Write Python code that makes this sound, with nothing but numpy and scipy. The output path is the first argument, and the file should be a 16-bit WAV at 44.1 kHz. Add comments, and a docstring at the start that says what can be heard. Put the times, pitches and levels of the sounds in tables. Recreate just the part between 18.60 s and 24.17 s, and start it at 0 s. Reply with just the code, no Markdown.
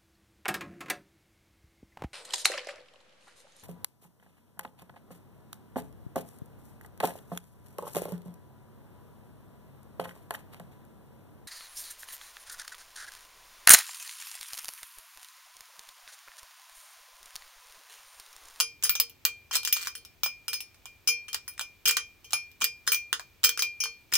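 """Dry wooden cracks and clear glassy notes: toothpicks fixed to gloved fingertips drum on an empty glass mug,
close to a stereo microphone in a small quiet room. Each contact is a double noise burst with the brief bending
ring of the stick. The taps, faint or loud, excite decaying modes of the mug: a note near 2.4 kHz under overtones
that change with the spot struck. Runs of tiny clicks are skids along the wall; dull bumps pass through the mat.
A short noise tail forms the room, and shaped noise its faint rumble and hiss."""
import sys
import numpy as np
from scipy import signal
from scipy.fft import rfft, irfft
from scipy.io import wavfile

SR = 44100
rng = np.random.default_rng(int(sys.argv[2]) if len(sys.argv) > 2 else 0)


def materialize(psi):
    """Save the field psi as 16-bit PCM at rate SR to the path in sys.argv[1].

    A 1-D psi becomes a single channel; in a 2-D psi each row is a channel.
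    """
    bounded = np.clip(np.atleast_2d(psi).T, -1, 1)
    quanta = np.round(bounded * 32767).astype(np.int16)
    wavfile.write(sys.argv[1], SR, quanta)


N = 245637  # length in samples

# taps with a glass level and a spot of their own; levels are relative, depth runs from rim (0) to foot (1):
# [start_s, knock_hz, click_db, brightness_db, glass_db, depth_below_rim, nearness_to_handle (0-1)]
PLACED_TAPS = [(0.0012, 1580, -14, 3.5, -31, 0.42, 0.82), (0.236, 1260, -25.5, -0.5, -26.5, 0.7, 0.5),
               (0.2943, 1625, -13, 1.5, -35.5, 0.24, 0), (0.3998, 1560, -12, 10, -34, 1, 0.88),
               (0.6516, 1650, -10.5, 6, -34, 0.16, 0.76), (0.911, 1210, -35.5, -12.5, -37, 0.36, 0.84),
               (0.955, 1200, -15.5, 4, -28.5, 0.37, 0.3), (1.0497, 1540, -20, 4.5, -34, .59, 0.5),
               (1.1262, 1510, -17, 15, -30, .34, 0), (1.167, 1280, -24, 1, -43, 0.17, 0.8),
               (1.3524, 1880, -32.5, 2, -43.5, 0.62, 0.86), (1.6333, 1252, -19.5, 0.5, -33, 0.19, 0),
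               (1.8814, 1620, -23, 2, -34.5, 0.4, 0.7), (1.9382, 1280, -34.5, -4, -38, 0.4, 0),
               (2.005, 1050, -31, 7.5, -46.5, .97, 0.3), (2.2563, 1290, -34.5, -0.5, -54.5, 0.09, 0.78),
               (2.474, 1200, -27.5, -1, -24.5, 0.35, 0.66), (2.488, 1360, -24, 1, -33, 0.07, 0.4),
               (2.6828, 1890, -36.5, -6, -48, 0.14, 1), (2.745, 1614, -17, 2, -49, 0.98, 0.46),
               (2.879, 1544, -32, -3, -45, 0.33, 0), (2.9945, 1460, -22.5, -3.5, -48.5, 0, 0.5),
               (3.2553, 1267, -20, 2.5, -27.5, 0.22, 1), (3.2815, 1700, -14.5, 6.5, -26.5, 0.33, 0),
               (3.3685, 1620, -13, -2, -36, 0.22, 0.8), (3.6432, 920, -58, -8, -51.5, 0.23, 1),
               (3.7322, 1280, -15, -2.5, -31, 0.19, 0.1), (4.0114, 1384, -32, -6.5, -33, 0.12, 1),
               (4.0425, 1607, -14, 8.5, -38, 0.7, 0), (4.276, 1600, -15.5, -5.5, -28.5, 1, 0.77),
               (4.319, 1690, -17, 4.5, -31.5, 0.18, 0), (4.5288, 1490, -13.5, -5, -37.5, .7, 0.76),
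               (4.839, 1635, -17, -4, -20.5, .45, 0.54), (4.8923, 1630, -15.5, 4.5, -44, 0.9, 0.1),
               (4.9924, 1720, -21, -4, -30.5, 0.8, 0.63), (5.0221, 1580, -15, 4, -33, 0.06, 0.3),
               (5.2026, 1625, -44, -3, -33.5, .14, 0.66), (5.238, 1438, -21, 3.5, -34.5, 0.35, 0.97),
               (5.537, 1566, -15, 6, -29, 0.3, 0)]
# further stick taps, whose glass ring follows the click level; levels are relative:
# [start_s, knock_hz, click_db, brightness_db]
FURTHER_TAPS = [(0.0073, 1440, -16, 3), (0.2509, 1320, -26.5, -3.5), (0.3531, 1370, -20, 3.5),
                (0.4967, 1120, -45, 14), (1.032, 1400, -31.5, 3.5), (1.0749, 1610, -19, 1),
                (1.2275, 1540, -33.5, -5), (1.2713, 1730, -22.5, -4), (1.3783, 1430, -47, 10),
                (1.4499, 1435, -39, 5.5), (1.6611, 1116, -25, -3.5), (1.932, 1660, -22, 3.5),
                (2.1447, 1545, -49.5, -5), (2.7303, 1470, -26, 2), (2.9361, 1094, -57, 16),
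                (2.9786, 1660, -37.5, -7), (3.0111, 1150, -25.5, 0), (3.31, 1646, -17, 4),
                (3.9155, 1170, -51.5, 9), (4.019, 1407, -18.5, -3), (4.3454, 1667, -19, 7.5),
                (4.596, 1180, -30.5, -7.5), (4.8468, 1640, -12.5, 4.5), (4.975, 1642, -23.5, -3.5),
                (5.2566, 1234, -35.5, -11), (5.525, 1706, -26.5, -9), (5.5538, 1730, -12, 3)]


def undb(db):
    """Amplitude ratio from a level: 20 dB is a factor of ten."""
    return 10 ** (np.asarray(db) / 20)


def unit(x):
    """Energy normalisation: the summed square, averaged over the channels, becomes one."""
    energy = np.mean(np.sum(x ** 2, axis=-1))
    return x / np.sqrt(energy + 1e-20)


def band(x, low_hz, high_hz, order=2):
    """Causal band-pass filtering, with the upper edge kept below half the sample rate."""
    edges_hz = [low_hz, min(high_hz, .47 * SR)]
    return signal.sosfilt(signal.butter(order, edges_hz, "band", fs=SR, output="sos"), x)


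def pair(size, alike):
    """Interchannel coherence: stereo white noise of which the power share `alike` is common to both sides."""
    white = rng.standard_normal((3, size))
    return np.sqrt(alike) * white[0] + np.sqrt(1 - alike) * white[1:]


def add(out, start_s, sound):
    """Linear superposition: mixes a short sound in at its start time, cut off at the end of the scene."""
    start = int(np.clip(start_s * SR, 0, N - 1))
    out[:, start:start + sound.shape[1]] += sound[:, :N - start]


def room_tone():
    """Stationary background noise: a spectral envelope turns white noise into faint rumble and hiss."""
    # noise spectrum, relative: [frequency_hz, density_db]
    noise_spectrum = [(12, -28), (20, -1.5), (96, 1.5), (172, -10), (367, -10), (499, -15), (2080, -19),
                      (2390, -9.5), (2600, -16.5), (5530, -22), (10800, -29.5), (14700, -20), (16000, -25)]
    hz, db = np.transpose(noise_spectrum)
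    bin_hz = np.arange(N // 2 + 1) * SR / N
    shape = undb(np.interp(np.log(bin_hz + 1), np.log(hz), db))
    noise = irfft(rfft(pair(N, alike=0.52)) * shape, N)
    return undb(-61) * np.sqrt(N) * unit(noise)


def contact(knock_hz, knock_db, click_db, edge_db):
    """Impact excitation: a double crack, the bending modes of a thin rod, and scatter from mug, hands and table."""
    crack_decay_s, rise_s, rebound = 0.0011, 0.000067, 0.67
    stick_t60_s, scatter_decay_s = 0.0044, 0.011
    bend_db, scatter_db, thud_db = -1, -10, -20
    t = np.arange(SR // 25) / SR
    rise = 1 - np.exp(-t / rise_s)

    again = t - rng.uniform(.0006, 0.0043)  # the springy tip touches a second time
    first_force = rise * np.exp(-t / crack_decay_s)
    second_force = rebound * (again > 0) * np.exp(-abs(again) / crack_decay_s)
    crack = unit(pair(len(t), alike=0.54) * (first_force + second_force))

    # bending modes rise as odd squares; the free length of the stick sets its pitch
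    ratios = np.array([3, 5, 7, 9]) ** 2 / 3 ** 2
    pitches_hz = knock_hz * ratios * np.exp(0.18 * rng.standard_normal(len(ratios)))
    modes = sum(np.sin(2 * np.pi * hz * t + rng.normal(0, 1.886, (2, 1))) for hz in pitches_hz)
    bend = modes * rise * undb(-60 * t / stick_t60_s)

    scatter = unit(pair(len(t), alike=0.11) * np.exp(-t / scatter_decay_s) * (t > .002))
    blow = crack + undb(bend_db) * unit(bend) + undb(scatter_db) * scatter

    centre = blow.mean(axis=0)  # long waves reach both sides alike
    width = 1.573  # frequency ratio from the knock's centre to each band edge
    knock = unit(band(blow + 1.5 * centre, knock_hz / width, knock_hz * width))
    knock = knock + undb(thud_db) * unit(band(centre, 423, 1100))
    click = unit(band(blow, 2240, 9200))
    edge = unit(band(blow, 11400, 14970))
    sound = undb(knock_db) * knock + undb(click_db) * click + undb(edge_db) * edge
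    return sound * np.sqrt(SR * .002)  # unit energy becomes unit mean power over 2 ms


def sticks():
    """Spectral balance of impacts: a bright click, made with the very tip, has more edge and less woody knock."""
    out = np.zeros((2, N))
    contacts = [tap[:4] for tap in PLACED_TAPS] + list(FURTHER_TAPS)
    for start_s, knock_hz, click_db, bright_db in contacts:
        knock_db = click_db - 6.5 - bright_db
        edge_db = click_db - 7.5 + bright_db
        add(out, start_s, contact(knock_hz, knock_db, click_db, edge_db))
    return out


def ring(at, strength, hz, t60_s, swell_s):
    """Modal resonance as a complex tone: each blow adds its energy to the decaying mode and kicks its phase."""
    push, kick = np.zeros(N), np.zeros(N)
    push[at] = strength ** 2
    energy_decay = undb(-60 / (t60_s * SR)) ** 2  # per sample
    energy = signal.lfilter([1], [1, -energy_decay], push + 1e-18)
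    # a blow turns the phase further the larger its share of the mode's energy
    share = np.clip(push[at] / energy[at], 0, 1)
    kick[at] = rng.choice([-1, 1], len(at)) * np.arcsin(np.sqrt(share))
    swing = np.sqrt(2 * energy) * np.exp(1j * np.cumsum(kick))
    r = np.exp(-1 / (swell_s * SR))  # the wave needs a moment to spread round the wall
    swing = signal.lfilter([1 - r], [1, -r], swing)
    return swing * np.exp(2j * np.pi * hz * np.arange(N) / SR)


def mug():
    """Modal superposition: all taps drive the same modes, and the spot struck changes the share of each."""
    # modes of the mug, in families from low to high; level within the family, pan is left over right:
    # [frequency_hz, level_db, t60_s, pan_db]
    mode_families = [
        [(463, 0, .24, 0)],
        [(2398.6, 0, .375, 1), (2487, -12, .26, -2)],
        [(2690, -10, .07, 2), (2885, -7, .08, -2), (3112, -5, .12, -2), (3154, -5, .24, -3)],
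        [(4353, -8, .31, 3)],
        [(5062, -7, .21, -4), (5152, -3, .17, 2), (5188, -9, .12, 0), (5299, -10, .11, 3), (5404, -10, .21, 9),
         (6115, -7, .17, 9), (6216, -14, .08, 0), (6488, -11, .18, -4), (6791, -14, .09, 0)],
        [(7700, -7, .06, 2), (8168, -17, .13, 0), (8905, -10, .13, -3), (9156, -7, .13, 6), (9221, -5, .14, 7),
         (9817, -7, .14, 0), (9984, -7, .09, 6), (10367, -11, .13, -2)],
        [(11730, -16, .13, 0), (12435, -9, .1, 0), (13797, -11, .11, 3), (14822, -5, .1, 5),
         (15236, -9, .12, 6), (15533, -3, .12, -5)],
    ]
    # how the spot struck feeds each family: level at the rim opposite the handle, then gains
    # at the foot and at the handle: [rim_db, foot_db, handle_db]
    spot_feeds = [(-35.5, 1, 19), (10, -36, -2), (-5.5, -11, 11.5), (-7.5, -3, 8), (0, 1.5, -0.5),
                  (-0.5, 3.5, -5.5), (2, 2.5, -9.5)]
    # ring of each family after a further tap, relative to the click: [level_db]
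    further_levels = [-50.5, -20.5, -23.5, -26.5, -17, -22, -24]
    spot_spread_db, swell_cycles, fine_wave_hz = 6.5, 7, 5000

    placed_s, _, _, _, glass_db, depth, handle = np.transpose(PLACED_TAPS)
    further_s, _, further_click_db, _ = np.transpose(FURTHER_TAPS)
    at = (np.r_[placed_s, further_s] * SR).astype(int)
    sides = np.array([[.5], [-.5]])  # left, right
    out = np.zeros((2, N))
    for family, (rim_db, foot_db, handle_db), further_db in zip(mode_families, spot_feeds, further_levels):
        placed_db = glass_db + rim_db + foot_db * depth + handle_db * handle
        drive_db = np.r_[placed_db, further_click_db + further_db]
        for k, (hz, level_db, t60_s, pan_db) in enumerate(family):
            # short waves vary more with the spot and with the direction
            fine = min(hz / fine_wave_hz, 1) ** 2
            variation_db = spot_spread_db * fine * rng.standard_normal(len(at))
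            strength = undb(drive_db + level_db + variation_db)
            tone = ring(at, strength, hz, t60_s, swell_cycles / hz)
            phase = 1.84 * fine * sides * (-1) ** k  # radians
            out += (tone * undb(pan_db * sides) * np.exp(1j * phase)).real
    return out


def body(x):
    """Resonant filtering: the mug and its cavity give the wooden sounds broad peaks and dips in series."""
    # resonances (positive) and hollows (negative): [frequency_hz, width_hz, gain_db]
    body_modes = [(1418, 71, 4.5), (2852, 420, 7), (4360, 460, 0), (7680, 680, 4), (8440, 600, -3),
                  (10200, 790, -4), (12600, 600, 1.5)]
    for hz, width_hz, db in body_modes:
        resonance = signal.lfilter(*signal.iirpeak(hz, hz / width_hz, fs=SR), x)
        x = x + (undb(db) - 1) * resonance
    return x


def room(x):
    """Diffuse reverberation: convolution with a short, dense tail from wooden walls; the top band dies soonest."""
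    # response by band, relative level: [low_hz, high_hz, level_db, t60_s]
    reverb_bands = [(145, 630, -4, 0.15), (930, 4250, -4.5, 0.13), (3243, 8400, -12.5, 0.18),
                    (11500, 40000, -9.5, 0.069)]
    t = np.arange(SR // 3) / SR
    response = 0
    for low_hz, high_hz, db, t60_s in reverb_bands:
        decay = undb(-60 * t / t60_s) * (t > .004)
        tail = band(pair(len(t), alike=0.05) * decay, low_hz, high_hz)
        # energy in proportion to the nominal bandwidth
        response = response + undb(db) * unit(tail) * np.sqrt(2 * (high_hz - low_hz) / SR)
    return signal.fftconvolve(x, response, axes=1)[:, :N]


def skids():
    """Stick-slip friction: a sliding tip catches and slips in a quick random run of tiny contacts, which only click."""
    # sticks chattering along the wall, relative level: [start_s, end_s, level_db]
    skid_runs = [(0.224, 0.278, -31), (0.926, 0.977, -22.5), (1.133, 1.285, -32.5), (3.26, 3.296, -17),
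                 (3.707, 3.738, -37), (4.005, 4.055, -35), (4.262, 4.275, -31.5), (4.312, 4.339, -22.5),
                 (4.827, 4.874, -23), (5.511, 5.576, -40)]
    slips_per_s, spread_db = 210, 12
    out = np.zeros((2, N))
    for start_s, end_s, db in skid_runs:
        draws = rng.random(size=(80, 2))
        pitches_hz = rng.uniform(1340, 2000, size=10)
        grains = [contact(hz, db - 10, db, db - 5) for hz in pitches_hz]
        for k, (late, weakness) in enumerate(draws):
            slip_s = start_s + (k + 2 * late) / slips_per_s
            if slip_s < end_s:
                add(out, slip_s, undb(-spread_db * weakness) * grains[k % len(grains)])
    return out


def nudges():
    """Structure-borne sound: the nudged mug sends a dull low bump through the woven mat into the table."""
    # the mug nudged on its mat: [start_s, level_db]
    mat_bumps = [(3.26, -50), (3.733, -50), (4.019, -48), (4.839, -57), (5.524, -48)]
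    decay_s = 0.0096
    out, t = np.zeros((2, N)), np.arange(SR // 5) / SR
    for start_s, db in mat_bumps:
        burst = pair(len(t), alike=0.65) * np.exp(-t / decay_s)
        bump = band(band(burst, 49, 124, order=1), 40, 700)
        add(out, start_s, undb(db) * unit(bump) * np.sqrt(SR * decay_s))
    return out


def scene():
    """Direct and reverberant sound: wood and glass close by, the room behind them."""
    wood = body(undb(-3.0) * sticks() + skids())
    glass = undb(-2.0) * mug()
    direct = wood + glass + nudges()
    reverberant = room(wood + undb(-10) * glass)
    return direct + reverberant + band(room_tone(), 35, 20000, order=1)


def record(dry):
    """Band limiting: a steep elliptic low-pass cuts the top above 15.9 kHz."""
    low_pass = signal.ellip(10, .2, 70, 15900, fs=SR, output="sos")  # order, ripple dB, rejection dB, Hz
    return signal.sosfilt(low_pass, dry)


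dry = scene()
out = record(dry)
materialize(out)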